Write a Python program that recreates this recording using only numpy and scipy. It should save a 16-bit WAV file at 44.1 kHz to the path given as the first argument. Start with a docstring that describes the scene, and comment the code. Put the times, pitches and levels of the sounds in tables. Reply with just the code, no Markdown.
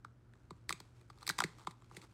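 """Paper bridges snap one by one, dry cracks with a card-like knock, as a fingernail pries open a perforated
cardboard door close to a phone; the flap rubs in its frame, its fold creaks, a quiet room hums and answers.
Snap: a fibre-noise burst rings the card; flap and hollow box ring as a bending wave, treble first, bass last.
Creak: trains of tiny snaps. Rub: grainy coloured noise. Room: noise tails on the snaps, air noise, mains hum.
"""
import sys
import numpy as np
from scipy import signal
from scipy.fft import rfft, irfft, next_fast_len
from scipy.io import wavfile
from scipy.ndimage import uniform_filter1d, map_coordinates

SR = 44100
rng = np.random.default_rng(int(sys.argv[2]) if len(sys.argv) > 2 else 0)


def wrap_up_sound(samples):
    """Save the sound to the file named by the first command line argument, as 16-bit audio."""
    columns = np.atleast_2d(samples).T
    # keep every value between -1 and 1, then stretch to whole-number steps
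    tamed = np.clip(columns, -1, 1)
    steps = np.round(tamed * 32767).astype(np.int16)
    wavfile.write(sys.argv[1], SR, steps)


def elevation(decibels):
    """Turn decibel levels (scalar or array-like) into linear amplitude ratios."""
    levels = np.asarray(decibels, float)
    return 10 ** (levels / 20)


N = 94109


def along(points, hz):
    """Interpolate (f/Hz, value) points on a log frequency axis."""
    f, v = np.transpose(points)
    return np.interp(np.log(hz + 1), np.log(f + 1), v)


def unit(x):
    """Scale to rms 1."""
    return x / np.sqrt(np.mean(x ** 2) + 1e-20)


def wobble(knots_per_s):
    """Smooth random curve: a spline through normal knots."""
    knots = rng.standard_normal(N // 8)
    return map_coordinates(knots, [np.arange(N) * min(knots_per_s / SR, 0.1)])


def filtered(x, response):
    """Multiply the spectrum of x by a response of frequency in Hz."""
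    m = next_fast_len(N + 8192)
    return irfft(rfft(x, m) * response(np.fft.rfftfreq(m, 1 / SR)), m)[:N]


def modes(f, table):
    """Causal sum of resonances (f/Hz, width/Hz, level/dB), alternating in sign."""
    total = 0
    for k, (centre, width, db) in enumerate(table):
        resonance = 1j * f * width / (centre * centre - f * f + 1j * f * width)
        total = total + (-1) ** k * elevation(db) * resonance
    return total


def peak(spectrum, db):
    """Waveform of a spectrum; a sine with the power of its loudest millisecond would peak at db."""
    x = irfft(spectrum)
    loudest_power = uniform_filter1d(x * x, size=SR // 1000).max()
    return elevation(db) * x / np.sqrt(2 * loudest_power)


def background():
    """Room air as coloured noise, mains hum as sines wavering in level and phase."""
    # air noise spectrum, relative: f/Hz, density/dB per Hz
    air_colour = [(15, -72), (25, -35), (44, -6), (123, -6.5), (157, -15), (335, -18.5), (363, -18.5),
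                  (427, -25), (818, -31), (1190, -33.5), (1370, -26.5), (2110, -41.5), (16000, -61)]
    # mains hum partials: f/Hz, mean level/dB rms
    hum_partials = [(59.5, -78.5), (119.5, -65), (240, -80), (359, -88.5)]
    air_db_rms, hum_waver_db = -65, 0.5
    t = np.arange(N) / SR
    air = unit(filtered(rng.standard_normal(N), lambda hz: elevation(along(air_colour, hz))))
    hum = np.zeros(N)
    for hz, db in hum_partials:
        level = elevation(db + 3 + hum_waver_db * wobble(14))  # +3 dB: rms to sine peak
        hum += level * np.sin(2 * np.pi * hz * t + 0.45 * wobble(9))
    return elevation(air_db_rms) * air + hum


def room(x):
    """Diffuse reverberation: noise tails, each frequency dying at its own speed, a fresh tail every 0.1 s."""
    # reverberation time: f/Hz, t60/s
    decay_times = [(150, 0.38), (1200, 0.34), (5000, 0.37), (14000, 0.22)]
    out, step = np.zeros(N + SR), SR // 10
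    for a in range(0, N, step):
        hz, t, z = signal.stft(rng.standard_normal(SR // 2), SR, nperseg=256)
        t60_s = np.maximum(along(decay_times, hz), 0.02)[:, None]
        tail = signal.istft(z * elevation(-60 * t / t60_s), SR, nperseg=256)[1]
        wet = signal.fftconvolve(x[a:a + step], tail / np.linalg.norm(tail))
        out[a + 150:][:len(wet)] += wet  # 150 samples of pre-delay
    return out[:N]


def rub():
    """Flap and fingers slide on the card: noise with a random grain, coloured, following a level curve."""
    # rubbing level: t/s, level/dB
    rub_level = [(0, -86), (.3, -84), (.4, -79.5), (.58, -79), (.66, -82), (.78, -72), (0.919, -77.5),
                 (1.0, -72), (1.07, -78.5), (1.17, -74), (1.25, -66), (1.33, -68), (1.46, -66.5),
                 (1.56, -71), (1.59, -65), (1.63, -65.5), (1.66, -74.5), (1.70, -66), (1.74, -79),
                 (1.87, -77.5), (1.946, -64), (1.986, -60.5), (2.008, -68), (2.042, -61), (2.081, -75),
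                 (2.13, -70.5)]
    # rubbing spectrum, relative: f/Hz, density/dB per Hz
    rub_colour = [(180, -59), (300, 4.5), (701, -7.5), (856, -1), (1750, -13), (2170, -9), (2840, -12.5),
                  (3830, -13.5), (8090, -16.5), (16000, -36)]
    grain = elevation(3.5 * wobble(900) + 0.8 * wobble(60))  # fine and slow grain, dB
    noise = grain * rng.standard_normal(N)
    hiss = unit(filtered(noise, lambda hz: elevation(along(rub_colour, hz))))
    s, db = np.transpose(rub_level)
    return hiss * elevation(np.interp(np.arange(N) / SR, s, db))


def slips():
    """Stick-slip in the fold: rows of tiny snaps at an uneven rate, fading."""
    # creaks of the fold: start t/s, end t/s, mean rate/(slips per s), initial flap level/dB (before scatter)
    creaks = [(1.585, 1.654, 95, -54), (2.025, 2.055, 140, -58.5)]
    flap_hz, crack_re_flap_db, fade_db = 1200, -4.5, 5  # fade over one creak
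    rows = []
    for start, end, rate, db in creaks:
        chance = rng.standard_normal((12, 3))
        for k, (late, tune, size) in enumerate(chance):
            s = start + (k + 0.12 * late * (k > 0)) / rate
            if s >= end:
                continue
            level_db = db - fade_db * (s - start) / (end - start) + 2 * size
            rows.append((s, flap_hz * (1 + 0.07 * tune), level_db, level_db + crack_re_flap_db, -90, 2))
    return rows


def tearing(ms, tear_ms):
    """Envelope of breaking fibres: creak and build-up before the break at 0 ms, decay and fraying after."""
    creak_ms, creak_db = 2.2, -18  # fibres giving way before the snap
    fray_ms, fray_db = 7, -19  # loose fibres crackling on
    rise_ms = max(0.31 * tear_ms, 0.05)
    away = np.abs(ms)
    before = elevation(creak_db) * np.exp(-away / creak_ms) + np.exp(-away / rise_ms)
    after = np.exp(-away / max(tear_ms, 0.1)) + elevation(fray_db) * np.exp(-away / fray_ms)
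    return np.where(ms < 0, before, after)


def snaps():
    """Fibre bursts ring the card; flap and box ring through dispersive bending waves, treble first."""
    # paper bridges and nail ticks: t/s, flap f/Hz, flap peak level/dB, crack peak level/dB,
    # box boom peak level/dB, tearing decay/ms
    bridges = [(0.0475, 1403, -37, -52.5, -58.5, 0.94), (0.3365, 1770, -56, -60.5, -72, 0.6),
               (0.3543, 1180, -63, -71, -63.5, 1.6), (0.5072, 1065, -40.5, -47.5, -43.5, 2.2),
               (0.6934, 1996, -28, -28, -45.5, 0.44), (0.702, 1780, -48, -41.5, -51, 14.4),
               (0.7056, 1115, -27.5, -35.5, -51, 2.1), (0.7261, 2370, -33.5, -30, -46.5, 1.6),
               (0.8025, 1290, -49.5, -44, -53.5, 2), (1.0127, 1160, -63, -61, -60, 1.2),
               (1.101, 1166, -44, -53.5, -56, 5.1), (1.1759, 1180, -58, -63.5, -63.5, 2.2),
               (1.1857, 1130, -62, -59, -67, 1.9), (1.21, 1240, -60, -56.5, -76, 3.5),
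               (1.2204, 1140, -49.5, -59, -74, 3.1), (1.229, 1200, -43.5, -45.5, -79, 4.2),
               (1.2676, 2500, -43, -33.5, -71, 0.3), (1.2772, 1100, -37.5, -28, -51.5, 1.55),
               (1.2917, 2440, -64, -62, -43, 0.35), (1.292, 2390, -31, -25.5, -79, 2.4),
               (1.2984, 1530, -24.5, -28.5, -45.5, 5.3), (1.3083, 1540, -49, -35, -53, 1.5),
               (1.3836, 1285, -44, -38, -43, 1.8), (1.3877, 1100, -26.5, -26, -45.5, 3.4),
               (1.4039, 1360, -20, -25, -47, 0.68), (1.42, 744, -30, -37.5, -43.5, 1.6),
               (1.4391, 2046, -24.5, -27.5, -32, 3.4), (1.6715, 988, -26.5, -39.5, -42, 3.7),
               (1.71, 1040, -59, -50, -73, 4.8), (1.821, 1050, -54.5, -61.5, -61.5, 1.4),
               (1.8444, 1350, -66, -62.5, -81, 1.2), (1.9125, 867, -46.5, -65, -58.5, 1.4),
               (1.968, 2070, -44, -44.5, -46, 4.9), (2.017, 2290, -56, -51, -60, 7)]
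    # card resonances, f and level scattered per snap: f/Hz, width/Hz (at least 600 used), relative level/dB
    card_modes = [(2043, 440, -1), (3470, 1090, -0.5), (4385, 1090, 0.5), (6660, 470, -6.5),
                  (7910, 685, -4.5), (14600, 20000, -32.5)]
    # panel round the flap, f and level scattered per snap: f/Hz, width/Hz, level/dB
    panel_modes = [(907, 220, -5), (1240, 233, -1)]
    # hollow box resonances, each squared below: f/Hz, width/Hz, level/dB before squaring
    box_modes = [(168, 62, 7.5), (348, 171.6, 5), (780, 120, -10)]
    # dip in the crack's spectrum, made by subtracting a resonance: f/Hz, width/Hz, level/dB
    crack_dip = (2850, 700, -2)
    flap_spread_ms, box_spread_ms = 2.061, 3.417  # travel time at 1 kHz, as 1 / sqrt(f); box is farther
    head_start_ms = 1.332  # taken off the wave delay of flap and boom, offsets the delay of their resonances
    edge_ms, edge_db = 5.02, -15.5  # flap wave returning from the edge of the card
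    flap_damping = 0.31  # ring width / pitch
    panel_reach_hz = 1400  # the flap drives panel modes near its own pitch
    kick = 0.5  # single break re all the fibre noise, amplitude ratio

    size, lead = 8192, 1024
    out = np.zeros(N + size)
    ms = (np.arange(size) - lead) / SR * 1000
    f = np.fft.rfftfreq(size, 1 / SR)

    def travel(spread_ms):
        """Bending-wave phase: group delay spread_ms / sqrt(kHz), less the head start."""
        dispersion = -4j * np.pi * spread_ms * np.sqrt(f / 1000)
        return np.exp(dispersion + 2j * np.pi * f * (head_start_ms / 1000 - lead / SR))

    dip = 1 - modes(f, [crack_dip])
    edge = 1 + elevation(edge_db) * np.exp(-2j * np.pi * f * edge_ms / 1000)
    box = sum(modes(f, [wall]) ** 2 for wall in box_modes)
    boom = box * travel(box_spread_ms) / (1 + (f / 800) ** 4)

    for s, hz, flap_db, crack_db, boom_db, tear_ms in bridges + slips():
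        burst = tearing(ms, tear_ms)
        break_pulse = kick * np.sqrt(np.sum(burst ** 2)) * (ms == 0)
        fibres = rng.standard_normal(size) * burst + break_pulse
        card = [(c * (1 + 0.04 * rng.normal()), max(w, 600), db + 1.5 * rng.normal())
                for c, w, db in card_modes]
        crack = rfft(fibres) * modes(f, card) * dip

        panel = [(c * (1 + 0.03 * rng.normal()), w, db + rng.normal(0, 2)) for c, w, db in panel_modes]
        flap_ring = modes(f, [(hz, flap_damping * hz, 0)]) ** 2
        panel_ring = modes(f, panel) * modes(f, [(hz, panel_reach_hz, 0)])
        flap = (flap_ring + panel_ring) * edge * travel(flap_spread_ms)

        snap = peak(crack, crack_db) + peak(flap, flap_db) + peak(boom, boom_db)
        out[round(s * SR) - lead:][:size] += snap
    return out[:N]


def scene():
    """Snaps and creaks, the room's answer to them, rubbing, background."""
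    card = snaps()
    room_db = -18.5
    return (card + elevation(room_db) * room(card) + rub() + background())[None]


def top_cut(x):
    """Nothing passes above the cut-off."""
    return signal.sosfilt(signal.butter(12, 16480, fs=SR, output="sos"), x)


def record(dry):
    """The phone's band limit: steep zero-phase low-pass, -3 dB at top_hz."""
    top_hz = 15600
    limited = filtered(dry[0], lambda hz: 1 / np.sqrt(1 + (hz / top_hz) ** 60))
    return top_cut(limited[None])


dry = scene()
out = record(dry)
wrap_up_sound(out)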